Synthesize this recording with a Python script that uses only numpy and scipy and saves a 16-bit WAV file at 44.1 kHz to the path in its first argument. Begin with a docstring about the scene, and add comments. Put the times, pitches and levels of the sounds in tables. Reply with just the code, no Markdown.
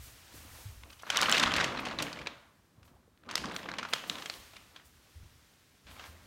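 """Stiff paper on a straw mat

A hand lifts a stiff paper sheet off a straw floor mat and lays it back, close to a phone in an empty room.
Creases snap and crackle as rushes of tiny random slips; the flexing sheet booms softly as low noise. Cloth
brushes as swelling hiss, shifting weight thuds as low noise, heel and fingers knock and the sheet flaps once,
as decaying sines. Bare walls add a short echo of decaying noise; a faint steady room hush lies beneath."""
import sys
import numpy as np
from scipy import signal
from scipy.fft import rfft, irfft, next_fast_len
from scipy.io import wavfile
from scipy.ndimage import uniform_filter1d

SR = 44100
rng = np.random.default_rng(int(sys.argv[2]) if len(sys.argv) > 2 else 0)


def waveform_to_disk(signal):
    """Save audio, clipped to [-1, 1], as 16-bit WAV at the path in sys.argv[1]."""
    frames = np.transpose(np.atleast_2d(signal))
    scaled = np.clip(frames, -1, 1) * 32767
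    samples = np.round(scaled).astype(np.int16)
    wavfile.write(sys.argv[1], SR, samples)


def ratio_of_db(decibels):
    """Turn decibels (scalar or array-like) into linear amplitude factors; 0 dB maps to 1."""
    return 10 ** (np.asarray(decibels, float) / 20)


N = 276217  # length in samples


def unit(x):
    """Normalisation: scale to rms 1."""
    return x / np.sqrt(np.mean(x ** 2, axis=-1, keepdims=True))


def colour_db(points, hz):
    """Logarithmic frequency scale: interpolate (Hz, value) points along it."""
    point_hz, values = np.transpose(points)
    return np.interp(np.log(hz + 1), np.log(point_hz), values)


def noise(points):
    """Spectral shaping: white noise filtered to the given spectrum, rms 1."""
    size = next_fast_len(N)
    hz = np.arange(size // 2 + 1) * SR / size
    spectrum = rfft(rng.standard_normal(size)) * ratio_of_db(colour_db(points, hz))
    return unit(irfft(spectrum, size)[:N])


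def walk(rate):
    """Slow random modulation: levels held 1 / rate s, smoothed twice, rms 1."""
    hold = int(SR / rate)
    steps = np.repeat(rng.standard_normal(N // hold + 1), hold)
    return unit(uniform_filter1d(uniform_filter1d(steps, hold), hold)[:N])


def curves(rows, rest=None):
    """Envelope by linear interpolation: each column after the time, sample by sample."""
    s, *columns = np.transpose(rows)
    return [np.interp(np.arange(N) / SR, s, column, left=rest, right=rest) for column in columns]


def place(times, sounds):
    """Superposition: add each row of sounds starting at its time."""
    at = (np.asarray(times) * SR).astype(int)[:, None] + np.arange(sounds.shape[1])
    return np.bincount(at.ravel(), sounds.ravel(), N + sounds.shape[1])[:N]


def swells(rows, rise):
    """Gaussian onset and exponential decay: the summed gain; rise is a share of each length."""
    gain, t = 0, np.arange(N) / SR
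    for s, db, length in rows:
        onset = ((s - t) / (rise * length)) ** 2
        decay = (t - s) / length
        gain = gain + ratio_of_db(db) * np.exp(-np.where(t < s, onset, decay))
    return gain


# Spectrum of the room hush. Each row: frequency in Hz, relative level in dB per Hz.
HUSH_SPECTRUM = [(59, -25), (100, 4), (260, 0.5), (481, -7), (583, -10.5), (970, -11), (1720, -13.5),
                 (2630, -18.5), (12700, -25), (16000, -28)]


def hush():
    """Stationary background noise: a faint hush of constant level."""
    return noise(HUSH_SPECTRUM) * ratio_of_db(-69)


# Spectrum of brushed cloth. Each row: frequency in Hz, relative level in dB per Hz.
CLOTH_SPECTRUM = [(290, -35), (550, -21.5), (1400, 5.5), (3000, 4.5), (5500, 2.5), (8000, 0), (11500, -1.5),
                  (14500, -3.5), (16500, -5)]
# Cloth and skin brushing past. Each row: time in seconds, level of the hiss body in dB.
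BRUSH_LEVELS = [(0.0, -59.5), (0.31, -60), (0.37, -56.5), (0.52, -60), (0.57, -56.5), (0.85, -66),
                (1.08, -68.5), (1.34, -62), (1.6, -66.5), (2.07, -67.5), (2.41, -73.5), (3.0, -84),
                (3.3, -91), (3.56, -77), (3.95, -66), (4.11, -55), (4.37, -57), (4.83, -69.5),
                (5.16, -65.5), (5.82, -70), (6.07, -61), (6.14, -65.5), (6.26, -65.5)]
# Brief swells of the fine top. Each row: crest time in seconds, level in dB, decay length in seconds.
TOP_SWELLS = [(.05, -56, 0.064), (.37, -60, 0.088), (.58, -62, 0.2), (.92, -68.5, 0.055),
              (1.08, -63.5, .04), (1.235, -56, .02), (1.345, -56, .02), (1.802, -53, 0.0071),
              (2.04, -59.5, 0.043), (2.86, -69, 0.04), (3.56, -56.5, .05), (3.695, -67, .006),
              (3.9, -59.5, .04), (3.95, -58.5, 0.03), (4.08, -57, 0.015), (4.34, -61.5, .05),
              (4.86, -65.5, .03), (5.92, -63, 0.049), (6.07, -64.5, 0.0354)]


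def brushing():
    """Friction noise: a soft hiss in two bands, whose fine top also swells on its own."""
    split_hz, top_db = 7000, -4.5  # top_db: fine top against the body
    body_gain = ratio_of_db(curves(BRUSH_LEVELS)[0])
    top_gain = body_gain * ratio_of_db(top_db) + swells(TOP_SWELLS, rise=0.4)
    hiss = 0
    for kind, gain in (("low", body_gain), ("high", top_gain)):
        band = signal.sosfilt(signal.butter(2, split_hz, kind, fs=SR, output="sos"), noise(CLOTH_SPECTRUM))
        hiss = hiss + unit(band) * gain * ratio_of_db(0.5 * walk(40))
    return hiss


def movement():
    """Shared excitation: one gain that follows both the flexing sheet and the brushing cloth."""
    sheet_db, cloth_db = -3, -7.5  # against the sheet's boom and the cloth's hiss
    gain = ratio_of_db(curves(BRUSH_LEVELS)[0] + cloth_db)
    for rows in HANDLING:
        gain = gain + ratio_of_db(curves(rows, rest=-120)[1] + sheet_db)
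    return gain


def rustle():
    """Amplitude-modulated noise: a low rustle follows the movement with random flutter."""
    # each row: frequency in Hz, relative level in dB per Hz
    spectrum = [(100, -29.0), (200, -6), (500, -6.0), (1200, -6.5), (3000, -57.0)]
    return noise(spectrum) * movement() * ratio_of_db(1.7 * walk(30))


# Spectrum of the floor thuds. Each row: frequency in Hz, relative level in dB per Hz.
THUD_SPECTRUM = [(12, -47), (20, -23.5), (57, 1.5), (80, 2.5), (100, -1), (124, -9.5), (140, -7.5),
                 (180, -51.5), (310, -120)]
# Weight shifting on the boards. Each row: crest time in seconds, level in dB, decay length in seconds.
WEIGHT_SHIFTS = [(0.0, -52.5, 0.1), (.36, -53, 0.081), (.46, -54, 0.067), (.51, -55, .04),
                 (.56, -64, 0.054), (.68, -50.5, .14), (1.22, -65, 0.08), (1.46, -41, 0.032),
                 (1.58, -50, 0.083), (1.78, -49, 0.027), (1.94, -58, 0.11), (2.2, -57, 0.046),
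                 (2.79, -61, .12), (3.4, -57.5, .04), (4.4, -64, .2), (4.86, -66, .05), (5.17, -56, 0.11),
                 (5.24, -59, 0.047), (5.85, -57, 0.091), (5.98, -64, 0.061), (6.1, -62, 0.052),
                 (6.26, -60, 0.033)]


def floor_thuds():
    """Low-frequency floor excitation: rumble swells with each shift of weight and follows the movement."""
    rest_db, carry_db = -74, -17  # rumble at rest; rumble against the movement gain
    gain = ratio_of_db(rest_db) + ratio_of_db(carry_db) * movement() + swells(WEIGHT_SHIFTS, rise=0.13)
    return noise(THUD_SPECTRUM) * gain * ratio_of_db(0.8 * walk(14))


# Spectrum of stiff paper. Each row: frequency in Hz, relative level in dB per Hz.
PAPER_SPECTRUM = [(180, -37.5), (300, -20.5), (600, -5), (800, -4.5), (1190, -1), (1870, -3), (3130, -4),
                  (4500, -8.5), (6500, -15.5), (8500, -24.5), (11000, -32), (14000, -41), (16500, -47)]


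def creases(ring_hz, treble_db, rise_ms, fall_ms, size, spiky, ring_db, tail_db):
    """Stick-slip: a crease gives way in a rush of tiny slips that swells and fades; paper round it rings broadly.
    The crest has rms near 1 and lies a quarter into each row."""
    t = (np.arange(size) - size // 4) / SR
    hz = np.arange(size // 2 + 1) * SR / size
    chance = rng.standard_normal((len(ring_hz), 2, size))
    slips = chance[:, 0] * ratio_of_db(spiky * chance[:, 1])
    octaves = np.log2((hz + 1) / ring_hz[:, None])
    shape_db = colour_db(PAPER_SPECTRUM, hz) + ring_db * np.exp(-(octaves / 0.19) ** 2)
    # the treble lift is nil at 2 kHz and reaches its nominal value at 8 kHz
    tilt = np.clip(np.log2((hz + 1) / 2000) / 2, -0.3, 1.3)
    shape = ratio_of_db(shape_db + treble_db[:, None] * tilt)
    rise_s, fall_s = (np.clip(ms, 0.1, 12)[:, None] / 1000 for ms in (rise_ms, fall_ms))
    before, after = np.maximum(-t, 0), np.maximum(t, 0)
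    fade = np.exp(-after / fall_s) + ratio_of_db(tail_db) * np.exp(-after / (4 * fall_s))
    rush = np.exp(-before / rise_s) * fade * signal.windows.tukey(size, 1 / 4)
    rms = np.sqrt(np.mean(rush ** 2, 1, keepdims=True))
    # averaged over all directions the crease is one even pulse of the same colour
    even = np.roll(irfft(shape, size), size // 4, axis=1)
    return unit(irfft(rfft(slips) * shape, size) * rush) * rms, unit(even) * rms


# Spectrum of the flexing sheet. Each row: frequency in Hz, relative level in dB per Hz.
BOOM_SPECTRUM = [(53, -24.5), (90, -22), (118, 0), (204, 3), (318, 1.5), (388, -7), (600, -2), (780, -12.5),
                 (1320, -120)]


def crackle(rows, slither_db, treble_db):
    """Random grain process: many uneven small creases over the sheet's slither, with its flexing boom."""
    level_db, boom_db = curves(rows, rest=-120)
    start, end = rows[0][0], rows[-1][0]
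    creases_per_s = 300
    chance = rng.random((int(creases_per_s * (end - start)), 6)).T
    s = start + (end - start) * chance[0]
    ring_hz = 900 * 4.8 ** chance[1]
    rise_ms, fall_ms = 0.3 + chance[4], 0.5 + 2 * chance[2]
    lift_db = treble_db + 14 * (chance[5] - 0.5)
    sounds = creases(ring_hz, lift_db, rise_ms, fall_ms, size=512, spiky=2.3, ring_db=13.5, tail_db=-19)[0]
    size_db = -3.8 * np.log(1 - 0.97 * chance[3])
    # rms 1 within the span of the rows
    grains = unit(place(s, sounds * ratio_of_db(size_db)[:, None])) * np.sqrt((end - start) * SR / N)
    slither = noise(PAPER_SPECTRUM) * ratio_of_db(slither_db + 2.2 * walk(60))
    # the wide sheet flexes like a slack drum skin
    boom = noise(BOOM_SPECTRUM) * ratio_of_db(boom_db + 0.9 * walk(24.78))
    return (grains + slither) / np.hypot(1, ratio_of_db(slither_db)) * ratio_of_db(level_db), boom


# The sheet lifted, then laid back: two lists.
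# Each row: time in seconds, crackle level in dB, flexing boom level in dB.
HANDLING = [
    [(0.3, -73, -89), (0.35, -67, -65), (0.55, -64, -88), (0.8, -75, -86), (0.87, -68, -63),
     (1.0, -68, -86), (1.11, -40, -57), (1.23, -32, -46.5), (1.27, -34.5, -43.5), (1.33, -29.5, -44.5),
     (1.44, -33, -40.5), (1.51, -40, -43), (1.59, -31, -40.5), (1.77, -47, -45), (1.93, -44.5, -44.5),
     (1.97, -52, -51), (2.01, -39.5, -40.5), (2.14, -54.5, -54.5), (2.21, -51.5, -48), (2.41, -73, -68)],
    [(2.76, -84.5, -88), (2.79, -82, -74), (2.95, -80, -69.5), (3.05, -88, -80), (3.08, -91.5, -73),
     (3.19, -86, -91), (3.28, -65, -52.5), (3.33, -44.5, -51.5), (3.41, -50, -51.5), (3.46, -45.5, -45.5),
     (3.63, -50, -52.5), (3.72, -54, -50), (3.92, -55, -58), (3.95, -50, -53.5), (4.02, -70, -61),
     (4.12, -54, -52.5), (4.35, -74, -64.5), (4.49, -75, -87), (4.56, -58.5, -69), (4.69, -75, -85),
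     (4.8, -61.5, -70), (4.85, -81, -90)],
]
# A last scrape of the sheet underfoot, starting abruptly.
# Each row: time in seconds, crackle level in dB, boom level in dB.
LAST_SCRAPE = [(5.862, -82, -69), (5.869, -57.5, -62), (5.96, -57.5, -66), (6.0, -54, -65),
               (6.05, -51.5, -70), (6.11, -63.5, -68), (6.26, -71, -64.5)]
# Smooth sliding against crackle. The columns: lifting, laying down and scrape, each in dB.
SLIDING_DB = [-8, -19, 0.5]
# Mean treble lift of the small creases at 8 kHz. The columns: lifting, laying down and scrape, each in dB.
GRAIN_TREBLE_DB = [-5.5, -4.5, -27]


def sheet():
    """Superposition of three movements: the crackle and the boom of lifting, laying down and scraping."""
    moves = zip([*HANDLING, LAST_SCRAPE], SLIDING_DB, GRAIN_TREBLE_DB)
    return np.sum([crackle(*move) for move in moves], axis=0)


# Reverberation time of the bare room. Each row: frequency in Hz, time to fall by 60 dB in seconds.
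REVERBERATION = [(200, 1), (1500, 0.79), (5000, 0.41), (12000, 0.63)]


def room(x):
    """Diffuse reverberation: dense echoes of bare walls, decaying at a rate of its own in each octave."""
    t = np.arange(SR // 2) / SR
    tail = 0
    for hz in 125 * 2. ** np.arange(8):
        edges = [hz / np.sqrt(2), min(hz * np.sqrt(2), 0.45 * SR)]
        octave = signal.butter(2, edges, "band", fs=SR, output="sos")
        decay = np.exp(-np.log(1000) * t / colour_db(REVERBERATION, hz))
        tail = tail + signal.sosfilt(octave, rng.standard_normal(len(t))) * decay
    tail = tail * (1 - np.exp(-(t / 0.014) ** 2))  # echoes build up over some 14 ms
    return ratio_of_db(-11) * signal.fftconvolve(x, tail / np.sqrt(np.sum(tail ** 2)))[:N]


# Soft knocks of heel and fingers, and one low flap of the sheet at 3.45 s. # Each row: start in seconds, peak
# level in dB, frequency in Hz, time to fall by 60 dB in seconds.
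SOFT_KNOCKS = [(0.342, -46, 298, 0.019), (0.449, -52, 277, 0.033), (0.587, -49, 606, 0.0074),
               (0.654, -38.5, 99, 0.2), (2.781, -55, 153, 0.032), (2.914, -55, 248, 0.017),
               (2.966, -58.5, 790, 0.021), (3.077, -56.5, 456, 0.017), (3.45, -36.5, 232, 0.07),
               (5.159, -52.5, 69.6, 0.064), (5.23, -45, 81, 0.026), (6.077, -49.5, 80, 0.39)]


def knocks():
    """Damped resonance: each knock is a sine with a quick onset and an exponential decay."""
    s, peak_db, hz, t60 = np.transpose(SOFT_KNOCKS)[:, :, None]
    t = np.arange(8192) / SR
    onset = 1 - np.exp(-1.4 * hz * t)
    decay = np.exp(-np.log(1000) * t / np.clip(t60, 0.005, 0.5))
    knock = np.sin(2 * np.pi * hz * t) * onset * decay
    return place(s[:, 0], knock / np.abs(knock).max(1, keepdims=True) * ratio_of_db(peak_db))


# Creases that snap at once. Each row: crest time in seconds, crest level in dB, ring frequency in Hz,
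# treble lift at 8 kHz in dB, fall time in ms.
SUDDEN_SNAPS = [(0.836, -42, 2540, -2, 1.0), (1.0344, -38, 1550, -35, 2), (1.071, -42.5, 1130, -15, 2.5),
                (1.1025, -20.5, 1450, 8.5, 2.4), (1.1614, -25, 2210, 4, 0.43),
                (1.1715, -16.5, 3600, 16.5, 0.96), (1.1787, -28, 3080, -7, 3.9),
                (1.189, -26.5, 1430, -2, 2.6), (1.2065, -32, 1300, -4, 2.8), (1.2152, -20, 3800, 27, 0.96),
                (1.2245, -22, 1360, 6, 1.6), (1.2297, -22.5, 1496, 5, 3.5), (1.259, -25.5, 3060, -6.5, 3.9),
                (1.2852, -24, 1200, -18, 3.4), (1.2968, -20.5, 1220, 15, 0.85), (1.3065, -26, 2070, 3, 1.9),
                (1.3155, -24.5, 7500, 34, 1.2), (1.325, -14.5, 2800, 6.5, 1.6),
                (1.3449, -25, 2820, 2.5, 11), (1.4305, -27, 2480, 14, 1.3), (1.5192, -29, 2210, 6.5, 1),
                (1.539, -21, 5000, 4.5, 0.9), (1.564, -25.5, 1960, 7.5, 5.3), (1.7505, -34, 970, -13, 1.9),
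                (1.853, -34.5, 2650, 8, 4.9), (1.886, -36.5, 2490, 1.5, 2.9), (1.912, -38, 1130, -8, 6.5),
                (1.988, -30, 3780, 3, 5.5), (2.024, -28, 2950, 18, 2.9), (2.1295, -37, 4740, 6, 3),
                (2.19, -41.5, 2370, 3.5, 5.6), (2.2156, -45.5, 2100, 0, 5.8),
                (2.2626, -37, 2160, -5.5, 1.8), (2.2714, -28, 3740, -2.5, 2.5),
                (2.8304, -57.5, 1290, 4, 3.6), (2.853, -63, 1400, 2, 3), (2.8776, -62.5, 1305, -1, 14),
                (3.176, -60, 1780, -1, 0.69), (3.237, -54, 1460, -11, 2.1), (3.29, -38.5, 1370, -3, 3.2),
                (3.312, -35, 1130, 8, 3.2), (3.3555, -18.5, 5000, 13.5, 1.17),
                (3.3793, -26.5, 4660, 8, 0.85), (3.42, -49, 11000, 15, 1.1), (3.4574, -34, 3450, 2, 0.65),
                (3.5202, -46, 2330, 14.5, 2.2), (3.5641, -27.5, 3700, 10, 1.1),
                (3.66, -34, 1500, -17, 0.45), (3.6884, -34.5, 2200, -5.5, 5.8),
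                (3.7168, -31, 1510, -1, 0.74), (3.7388, -35.5, 2570, -3, 3.4), (3.7853, -30, 2540, 0, 3.6),
                (3.8297, -34, 1510, 0, 5.9), (3.851, -33, 1260, -8, 4.3), (3.8882, -42.5, 1130, 1, 2.4),
                (3.929, -33, 2500, -3, 3), (3.9357, -18, 3080, 6.5, 1.83), (3.961, -37, 4500, -8, 2.5),
                (3.983, -43, 2800, 6, 1.1), (4.0388, -37.5, 1720, -13, 2), (4.0981, -22.5, 3640, 10, 1.45),
                (4.1552, -35.5, 3730, -1, 1.5), (4.259, -34, 3140, 8, 3), (4.299, -28.5, 4260, 6, 1.9),
                (4.3397, -38.5, 3120, 5, 0.9), (4.535, -53, 2650, -1, 4.6), (4.762, -45.5, 3380, 3, 6.5),
                (5.869, -51.5, 1360, -3, 0.89), (5.913, -49, 1100, -6, 1.8), (5.996, -43.5, 2920, -2, 3.8),
                (6.0408, -48, 1410, 4, 1.2)]
# Creases that creep, swelling before they give. Each row: crest time in seconds, crest level in dB,
# ring frequency in Hz, treble lift at 8 kHz in dB, rise time in ms (held to 12 at most).
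CREEPING_SNAPS = [(0.9045, -50, 2560, 6, 3.8), (0.931, -50, 3010, 9, 3.6), (1.0004, -53, 3060, 11, 12),
                  (1.024, -52.5, 6000, 31, 3), (1.3819, -22.5, 2090, 7, 4.3), (1.3984, -21.5, 1160, 6, 1.5),
                  (1.4369, -19.5, 1190, -0.5, 5.6), (1.476, -27.5, 1260, -5, 9.9),
                  (1.6126, -25, 2080, -2, 9.6), (1.6444, -25, 1310, 4.5, 3.1), (1.7774, -35, 3900, -6, 7),
                  (1.7954, -33.5, 2540, -6, 5.2), (1.8719, -34.5, 860, -5.5, 9.1),
                  (2.005, -33, 2560, -4, 13), (2.1736, -43.5, 2510, -9.5, 4.4),
                  (3.3015, -41.5, 3000, -5, 5.1), (3.3704, -36, 2930, -8, 2.8),
                  (3.4445, -35, 1080, -1.5, 3.2), (3.7961, -37, 980, -2, 3.8), (4.1854, -40, 2330, 0, 2.8),
                  (4.199, -45, 3040, 3, 2.1), (4.2241, -38.5, 3000, 4, 3), (4.5674, -45, 2370, 7.5, 2.1),
                  (6.061, -54, 4040, 12, 2.1)]


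def snaps():
    """Impulsive release: loud single creases, as heard close by and as the even pulses that reach the walls."""
    sudden, creeping = np.array(SUDDEN_SNAPS), np.array(CREEPING_SNAPS)
    s, crest_db, ring_hz, treble_db = np.vstack([sudden, creeping])[:, :-1].T
    rise_ms = np.append(np.full(len(sudden), 0.62), creeping[:, -1])
    fall_ms = np.append(sudden[:, -1], np.full(len(creeping), 2.9))
    size = 2048
    both = creases(ring_hz, treble_db, rise_ms, fall_ms, size, spiky=2.2, ring_db=6.5, tail_db=-14)
    start = s - size / 4 / SR
    return np.array([place(start, sounds * ratio_of_db(crest_db)[:, None]) for sounds in both])


def scene():
    """Direct and reverberant sound: paper near and through the room, the person and the hush beside it."""
    grains, boom = sheet()
    near, far = snaps() + grains
    paper = near + room(far) + boom
    person = floor_thuds() + rustle() + brushing() + knocks()
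    return (paper + person + hush())[None]


def top_cut(x):
    """Nothing passes above the cut-off."""
    return signal.sosfilt(signal.butter(12, 16520, fs=SR, output="sos"), x)


# Narrow treble dip of the microphone. The columns: centre in Hz, width in Hz, depth in dB.
MICROPHONE_DIP = (10450, 300, -4)


def record(dry):
    """Linear filtering, then saturation: a treble dip, and little is left above 15.9 kHz; the input stage
    rounds the loudest snaps."""
    centre_hz, width_hz, dip_db = MICROPHONE_DIP
    top_hz, top_db, headroom = 15900, -22, 0.5  # headroom as a share of full scale
    hz = np.arange(N // 2 + 1) * SR / N
    response_db = dip_db * np.exp(-((hz - centre_hz) / width_hz) ** 2) + top_db * (hz > top_hz)
    heard = irfft(rfft(dry) * ratio_of_db(response_db), N)
    mix = headroom * np.tanh(heard / headroom)
    return top_cut(mix)


dry = scene()
out = record(dry)
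waveform_to_disk(out)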